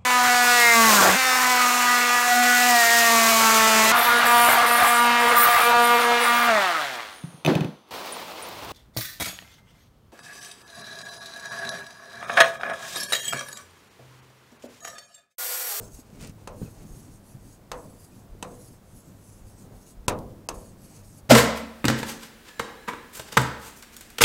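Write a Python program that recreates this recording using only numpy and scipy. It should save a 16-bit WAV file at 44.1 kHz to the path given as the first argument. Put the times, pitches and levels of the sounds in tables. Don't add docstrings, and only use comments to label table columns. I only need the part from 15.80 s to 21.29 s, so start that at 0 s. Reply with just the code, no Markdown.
import sys
import numpy as np
from scipy import signal
from scipy.fft import rfft, irfft, next_fast_len
from scipy.io import wavfile
from scipy.ndimage import uniform_filter1d, map_coordinates

SR = 44100
rng = np.random.default_rng(int(sys.argv[2]) if len(sys.argv) > 2 else 0)


def boost_factor(decibels):
    exponent = np.asarray(decibels, float) / 20
    return 10 ** exponent


def materialize(psi):
    bounded = np.clip(np.atleast_2d(psi).T, -1, 1)
    quanta = np.round(bounded * 32767).astype(np.int16)
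    wavfile.write(sys.argv[1], SR, quanta)


N = 242197
T = np.arange(N) / SR

# start in seconds, click level in dB, board level in dB,
# click tilt in dB per octave, board tilt in dB per octave.
TAPS = [
    (0.6742, -28, -10.5, -3.5, -1.3),
    (1.9163, -24, -6, -3.3, 1),
    (2.6263, -23, -11.5, -2.5, -2),
    (4.281, -8.5, -13.5, -2.7, 1.7),
    (4.688, -19.5, -13.5, -0.5, -1.4),
]


def unit(x):
    return x / np.sqrt(np.mean(x ** 2) + 1e-20)


def along(points, hz):
    f, v = np.transpose(points)
    return np.interp(np.log(hz + 1), np.log(f + 1), v)


def wobble(rate):
    knots = rng.standard_normal(int(N * rate / SR) + 4)
    return map_coordinates(knots, [T * rate])


def filtered(x, response):
    m = 2 * next_fast_len(len(x) // 2 + 4096)
    return irfft(rfft(x, m) * response(np.fft.rfftfreq(m, 1 / SR)), m)[:len(x)]


def modes(table):
    def response(f):
        total = 0
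        for k, (hz, width, db) in enumerate(table):
            damping = 1j * f * width
            total = total + (-1) ** k * boost_factor(db) * damping / (hz * hz - f * f + damping)
        return total
    return response


def noise(spectrum, grit_db=0):
    grains = rng.standard_normal(N) * boost_factor(grit_db * rng.exponential(size=N))
    return unit(filtered(grains, lambda f: boost_factor(along(spectrum, f))))


def swells(middle_s, length_s, db, growth=1, rest_db=-150):
    power = np.full(N, boost_factor(rest_db) ** 2)
    for s, length, top in zip(middle_s, length_s, db):
        near = abs(T - s) < length / 2
        speed = np.cos(np.pi * (T[near] - s) / length)
        power[near] += boost_factor(top) ** 2 * speed ** (2 * growth)
    return np.sqrt(power)


def room():
    # frequency in Hz, level in dB per Hz.
    hiss_colour = [(12, -51), (20, -10), (110, -8.5), (237, -9.5), (520, -10.5), (939, -16), (2660, -29),
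                   (15500, -34)]
    # frequency in Hz, level in dB.
    mains = [(100, -58.5), (200, -65.5)]
    hum = np.zeros(N)
    for hz, db in mains:
        level = boost_factor(db + 3 + 2.4 * wobble(8.9))
        hum += level * np.sin(2 * np.pi * hz * T + 0.45 * wobble(7.2))
    return boost_factor(-57 + 0.44 * wobble(1.9)) * noise(hiss_colour) + hum


def jacket():
    # frequency in Hz, level in dB per Hz.
    sway_colour = [(15, -19), (28, 19), (70, 11), (110, -45)]
    rub_colour = [(60, -1.5), (100, 8), (200, 4.5), (350, -3), (500, -31.5)]
    fold_colour = [(250, -52), (400, 4), (800, -9.5), (1600, -17), (2200, -56)]
    fizz_colour = [(900, -7.5), (1900, -3.5), (2550, -0.5), (3300, -8), (6000, -5.5), (9000, -6.5),
                   (15000, -47)]
    # middle in seconds, length in seconds, level in dB.
    shifts = [(0.047, .12, -52), (0.158, 0.076, -49), (.45, .2, -45.5), (0.728, 0.14, -51),
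              (0.846, 0.13, -53), (1.013, 0.12, -52), (1.142, 0.099, -47), (1.335, 0.089, -55),
              (1.646, 0.13, -48.5), (1.953, 0.12, -50), (2.533, 0.16, -45.5), (3.133, .17, -47.5),
              (3.674, 0.15, -46), (3.834, .35, -51), (3.985, 0.096, -48), (4.198, 0.11, -46),
              (4.352, 0.55, -49), (4.754, 0.13, -43.5), (5.26, 0.17, -48.5), (5.44, .2, -52)]
    # middle in seconds, length in seconds, level in dB.
    slides = [(0.035, 0.24, -46.5), (0.154, 0.12, -50.5), (.43, 0.32, -47), (0.728, 0.24, -51.5),
              (0.841, 0.1, -42.5), (1.018, 0.16, -44), (1.138, 0.2, -44.5), (1.282, .15, -54),
              (1.561, 0.064, -48), (1.66, 0.14, -49), (1.967, 0.13, -53), (2.08, 0.17, -51),
              (2.747, 0.22, -49.5), (3.178, .1, -50.5), (3.31, 0.14, -49), (3.82, 0.21, -50.5),
              (3.983, .12, -52), (4.44, 0.54, -50.5), (4.773, .3, -52), (5.066, 0.49, -51.5)]
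    # middle in seconds, length in seconds, fold level in dB, fizz level in dB.
    creases = [(0.017, 0.24, -49, -68), (0.189, 0.044, -51, -70), (0.298, 0.28, -59, -64.5),
               (0.375, 0.12, -60, -59), (0.434, .1, -49.5, -45), (0.483, .08, -55, -52),
               (0.61, .12, -60, -61), (0.825, .025, -50.5, -66), (0.868, 0.069, -55, -60),
               (1.004, .15, -54, -59.5), (1.122, 0.11, -56, -75), (1.257, 0.16, -68, -66),
               (1.747, 0.17, -74, -75), (3.293, 0.21, -65, -76), (3.9, .4, -59.5, -74),
               (5.148, 0.26, -61.5, -61)]
    sway_gain = swells(*np.transpose(shifts), rest_db=-61)
    rub_gain = swells(*np.transpose(slides), rest_db=-54)
    s, length, fold_db, fizz_db = np.transpose(creases)
    lumps = boost_factor(2.4 * wobble(22))
    sway = sway_gain * unit(noise(sway_colour) * boost_factor(1.56 * wobble(4.46)))
    rub = rub_gain * unit(noise(rub_colour) * lumps)
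    fold = swells(s, length, fold_db) * unit(noise(fold_colour) * lumps)
    fizz = boost_factor(-3) * swells(s, length, fizz_db) * noise(fizz_colour, grit_db=2.8)
    return sway + rub + fold + fizz


def patches(x, patchy_db):
    z = signal.stft(x, nperseg=384)[2]
    field = uniform_filter1d(rng.standard_normal(z.shape), size=2, axis=0)
    field = uniform_filter1d(field, size=22, axis=1)
    return signal.istft(z * boost_factor(patchy_db * unit(field)), nperseg=384)[1][:N]


def strokes():
    # middle in seconds, length in seconds, level in dB, lean from 0 to about 4
    lines = [(0.043, 0.1, -51.6, 0.31), (0.169, 0.14, -53, 0.8), (0.161, 0.45, -67, 0.55),
             (0.813, 0.27, -63, 0.47), (0.968, 0.5, -63.6, 0.9), (1.05, 0.166, -72, 3.9),
             (1.168, 0.318, -59.9, 1.34), (1.344, 0.15, -62.5, 0.94), (1.498, 0.21, -62, 1.6),
             (1.685, 0.24, -61.5, 0.85), (2.01, 0.212, -59.5, 1.24), (2.09, 0.25, -64, 1.5),
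             (2.227, 0.25, -59.5, 2.4), (2.37, 0.18, -63, 1.2), (2.718, 0.21, -62.5, 1.08),
             (2.842, 0.35, -60.0, 1.71), (3.1, 0.18, -65.5, 1.2), (3.184, 0.16, -60, 2.32),
             (3.262, 0.14, -64.5, 0.63), (3.487, 0.43, -63, 1.4), (3.698, 0.14, -63, 1.3),
             (3.813, 0.138, -61, 0.67), (3.99, 0.188, -62.5, 1.3), (4.088, 0.13, -57, 1),
             (4.752, 0.086, -57, 0.95), (4.834, 0.247, -58.5, 1.15), (5.06, 0.209, -59, 1.8),
             (5.163, 0.15, -56.5, 0.29), (5.3, 0.247, -59.5, 0.93), (5.374, 0.094, -59.5, 1.8)]
    # frequency in Hz, width in Hz, level in dB, growth with speed.
    singing = [(6600, 640, -3.5, 0.84), (8240, 1200, -3, 1), (10500, 1800, 1.5, 2.5), (13800, 780, -9, 2.7)]
    # frequency in Hz, level in dB per Hz.
    dust_colour = [(1500, -29), (2600, -5), (3300, -12), (4600, -1.5), (7000, 0.5), (11000, -5.5),
                   (12600, -5), (15500, -9.5)]
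    s, length, line_db, lean = np.transpose(lines)
    gains = []
    for k, (_, _, _, growth) in enumerate(singing):
        off_lean_db = 4 * (k - lean) ** 2
        gains.append(swells(s, length, line_db + 1.5 - off_lean_db, growth))

    grain_db = 2.7 * np.minimum(rng.exponential(size=N), 5.5)
    grains = rng.standard_normal(N) * boost_factor(grain_db + 1.65 * wobble(60))
    dust = unit(filtered(grains, lambda f: boost_factor(along(dust_colour, f))))
    out = boost_factor(-4.5) * np.sqrt(np.sum(np.square(gains), axis=0)) * dust
    for gain, (hz, width_hz, db, _) in zip(gains, singing):
        pitch = hz * (1 + 0.013 * wobble(6) + 0.0094 * wobble(14))
        turn = 2 * np.pi * np.cumsum(pitch) / SR

        def narrow(f):
            return 1 / (1 + 2j * f / width_hz) / (1 + .7j * f / width_hz)
        across = filtered(grains * np.cos(turn), narrow)
        up = filtered(grains * np.sin(turn), narrow)
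        song = unit(across * np.cos(turn) + up * np.sin(turn))
        out += boost_factor(db - 6.5 + 1.1 * wobble(25.04)) * gain * song
    return patches(out, patchy_db=3.2)


def knocks():
    # start in seconds, level in dB, pitch in Hz, fade by 60 dB in seconds.
    thumps = [(0.19, -32.5, 258, 0.033), (0.328, -36.5, 190, 0.081), (0.424, -31, 159, 0.08),
              (0.475, -33, 124, 0.054), (0.495, -28.5, 131, 0.032), (0.817, -20.5, 169, 0.03),
              (0.8273, -20, 175, 0.022), (0.8308, -22, 109, 0.044), (0.856, -38, 102, 0.074),
              (0.877, -31.5, 111, 0.056), (1.019, -38.5, 94.2, 0.098), (1.05, -31.5, 170, 0.034),
              (1.106, -43, 124, 0.094), (1.135, -33, 117, 0.045), (1.549, -35.5, 133, 0.084),
              (2.549, -42, 104, 0.041), (2.798, -40, 260, 0.03), (3.669, -36.5, 71.5, 0.051)]
    # start in seconds, level in dB, pitch in Hz, fade by 60 dB in seconds.
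    ticks = [(0.745, -32, 560, 0.022), (0.815, -30.5, 420, 0.05), (2.55, -32, 385, 0.015),
             (0.8609, -50, 2580, 0.04), (0.8774, -54, 2480, 0.035), (2.3241, -55.5, 2520, 0.04)]
    # start in seconds, level in dB.
    letting_go = [(0.3574, -44), (0.3944, -47), (0.41, -33), (0.415, -34), (0.4234, -38), (0.426, -35),
                  (0.4326, -37), (0.439, -41), (0.4454, -43), (0.4714, -33), (0.4748, -32), (0.4953, -35.5),
                  (1.0246, -44), (4.2936, -20), (4.297, -21), (4.327, -39), (4.3887, -33), (4.3917, -40)]
    out, snaps = np.zeros(N + SR), np.zeros(N)
    t = np.arange(SR // 4) / SR
    for s, db, hz, t60 in thumps + ticks:
        turn = 2 * np.pi * hz * t * (1 - 1.2 * t)
        fade = boost_factor(db + 1 - 60 * t / t60) * (1 - np.exp(-t / 0.0013))
        out[round(s * SR):][:len(t)] += fade * np.sin(turn)
    for s, db in letting_go:
        snaps[round((s + .0008) * SR) + np.array([0, 9])] = boost_factor(db + 8.5) * np.array([1, .3])
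    return out[:N] + filtered(snaps, modes([(6200, 9100, 0)]))


def dying(length):
    # frequency in Hz, fade by 60 dB in seconds.
    fades = [(150, 0.87), (400, 0.75), (1040, 0.32), (2760, 0.16), (7280, 0.091)]
    hz, t, z = signal.stft(rng.standard_normal(length), SR, nperseg=128)
    fading = boost_factor(-60 * t / along(fades, hz)[:, None])
    return signal.istft(z * fading, SR, nperseg=128)[1][:length]


def body(table, spread, tilt, pivot_hz):
    fresh = [(hz, width, db + rng.normal(0, 1.28)) for hz, width, db in table]

    def response(f):
        power = sum(abs(modes([mode])(f)) ** 2 for mode in fresh) + boost_factor(along(spread, f)) ** 2
        fold = irfft(np.log(power + 1e-10) / 2 + tilt * np.log(f / pivot_hz + .1) / 6)
        fold[1:len(fold) // 2] *= 2
        fold[len(fold) // 2 + 1:] = 0
        return np.exp(rfft(fold))
    return response


def taps():
    # frequency in Hz, width in Hz, level in dB.
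    stick = [(2596, 340, -2.5), (3780, 90, -4), (4800, 270, -11), (6350, 430, 1.5), (7700, 430, -2.5),
             (8600, 470, -2.5), (10400, 700, -16), (13900, 200, -19)]
    # frequency in Hz, width in Hz, level in dB.
    board = [(502, 51, -3), (637, 41, -8), (1023, 208, -4.5), (1220, 93, -27), (1570, 31, -41),
             (1740, 80, -23), (2340, 33, -49), (2530, 28, -81)]
    # frequency in Hz, level in dB.
    stick_bed = [(1200, -4), (2200, -15), (6000, -5), (9000, -10.5), (12000, -11), (16000, -36)]
    board_bed = [(300, -25), (600, -9), (950, -15), (1400, -16), (2000, -61), (3000, -48)]
    size = 2 ** 15
    out = np.zeros(N + SR)
    t = np.arange(size) / SR
    press = np.sin(np.pi * np.clip(t / 0.0028, 0, .5))
    dent = -boost_factor(-60 * t / 0.006) * np.sin(2 * np.pi * 900 * t) * press
    hum = boost_factor(-60 * t / 0.41) * (1 - np.exp(-t / 0.036)) * np.sin(2 * np.pi * 493 * t)
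    for s, db, board_db, tilt, board_tilt in TAPS:
        crack = rng.standard_normal(size) * boost_factor(-60 * t / 0.02) * (1 - np.exp(-t / 0.00023))
        click = filtered(crack + boost_factor(-15.5) * dying(size), body(stick, stick_bed, tilt, 4600))
        shaken = dying(size) * (1 - np.exp(-t / 0.00038)) + boost_factor(7.5) * crack
        ring = filtered(shaken, body(board, board_bed, board_tilt, 1130))
        boom = filtered(dying(size) * (1 - np.exp(-t / 0.0075)), modes([(207, 206, 0.0038)]))
        blow = boost_factor(4) * click + boost_factor(board_db + 16.5) * ring
        blow += boost_factor(-6 + 2 * board_tilt) * dent
        blow += boost_factor(board_db - 5.5 - 1.3 * board_tilt) * hum
        blow += boost_factor(-5) * boom
        out[round(s * SR):][:size] += boost_factor(db) * blow
    return out[:N]


def scene():
    return (room() + jacket() + strokes() + knocks() + taps())[None]


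def roll_off(x):
    return signal.sosfilt(signal.butter(12, 16750, fs=SR, output="sos"), x)


def record(dry):
    starved = sum((T > s - .013) & (T < s - .002) for s, *_ in TAPS[-2:])
    treble = filtered(dry[0], lambda f: 1 / (1 + (1700 / (f + 1)) ** 6))
    kept = dry[0] - uniform_filter1d(starved * 0.97, size=60) * treble
    mix = filtered(kept, lambda f: np.clip((15800 - f) / 250 + .5, 0, 1) ** 2)
    return roll_off(mix[None])


dry = scene()
out = record(dry)
materialize(out)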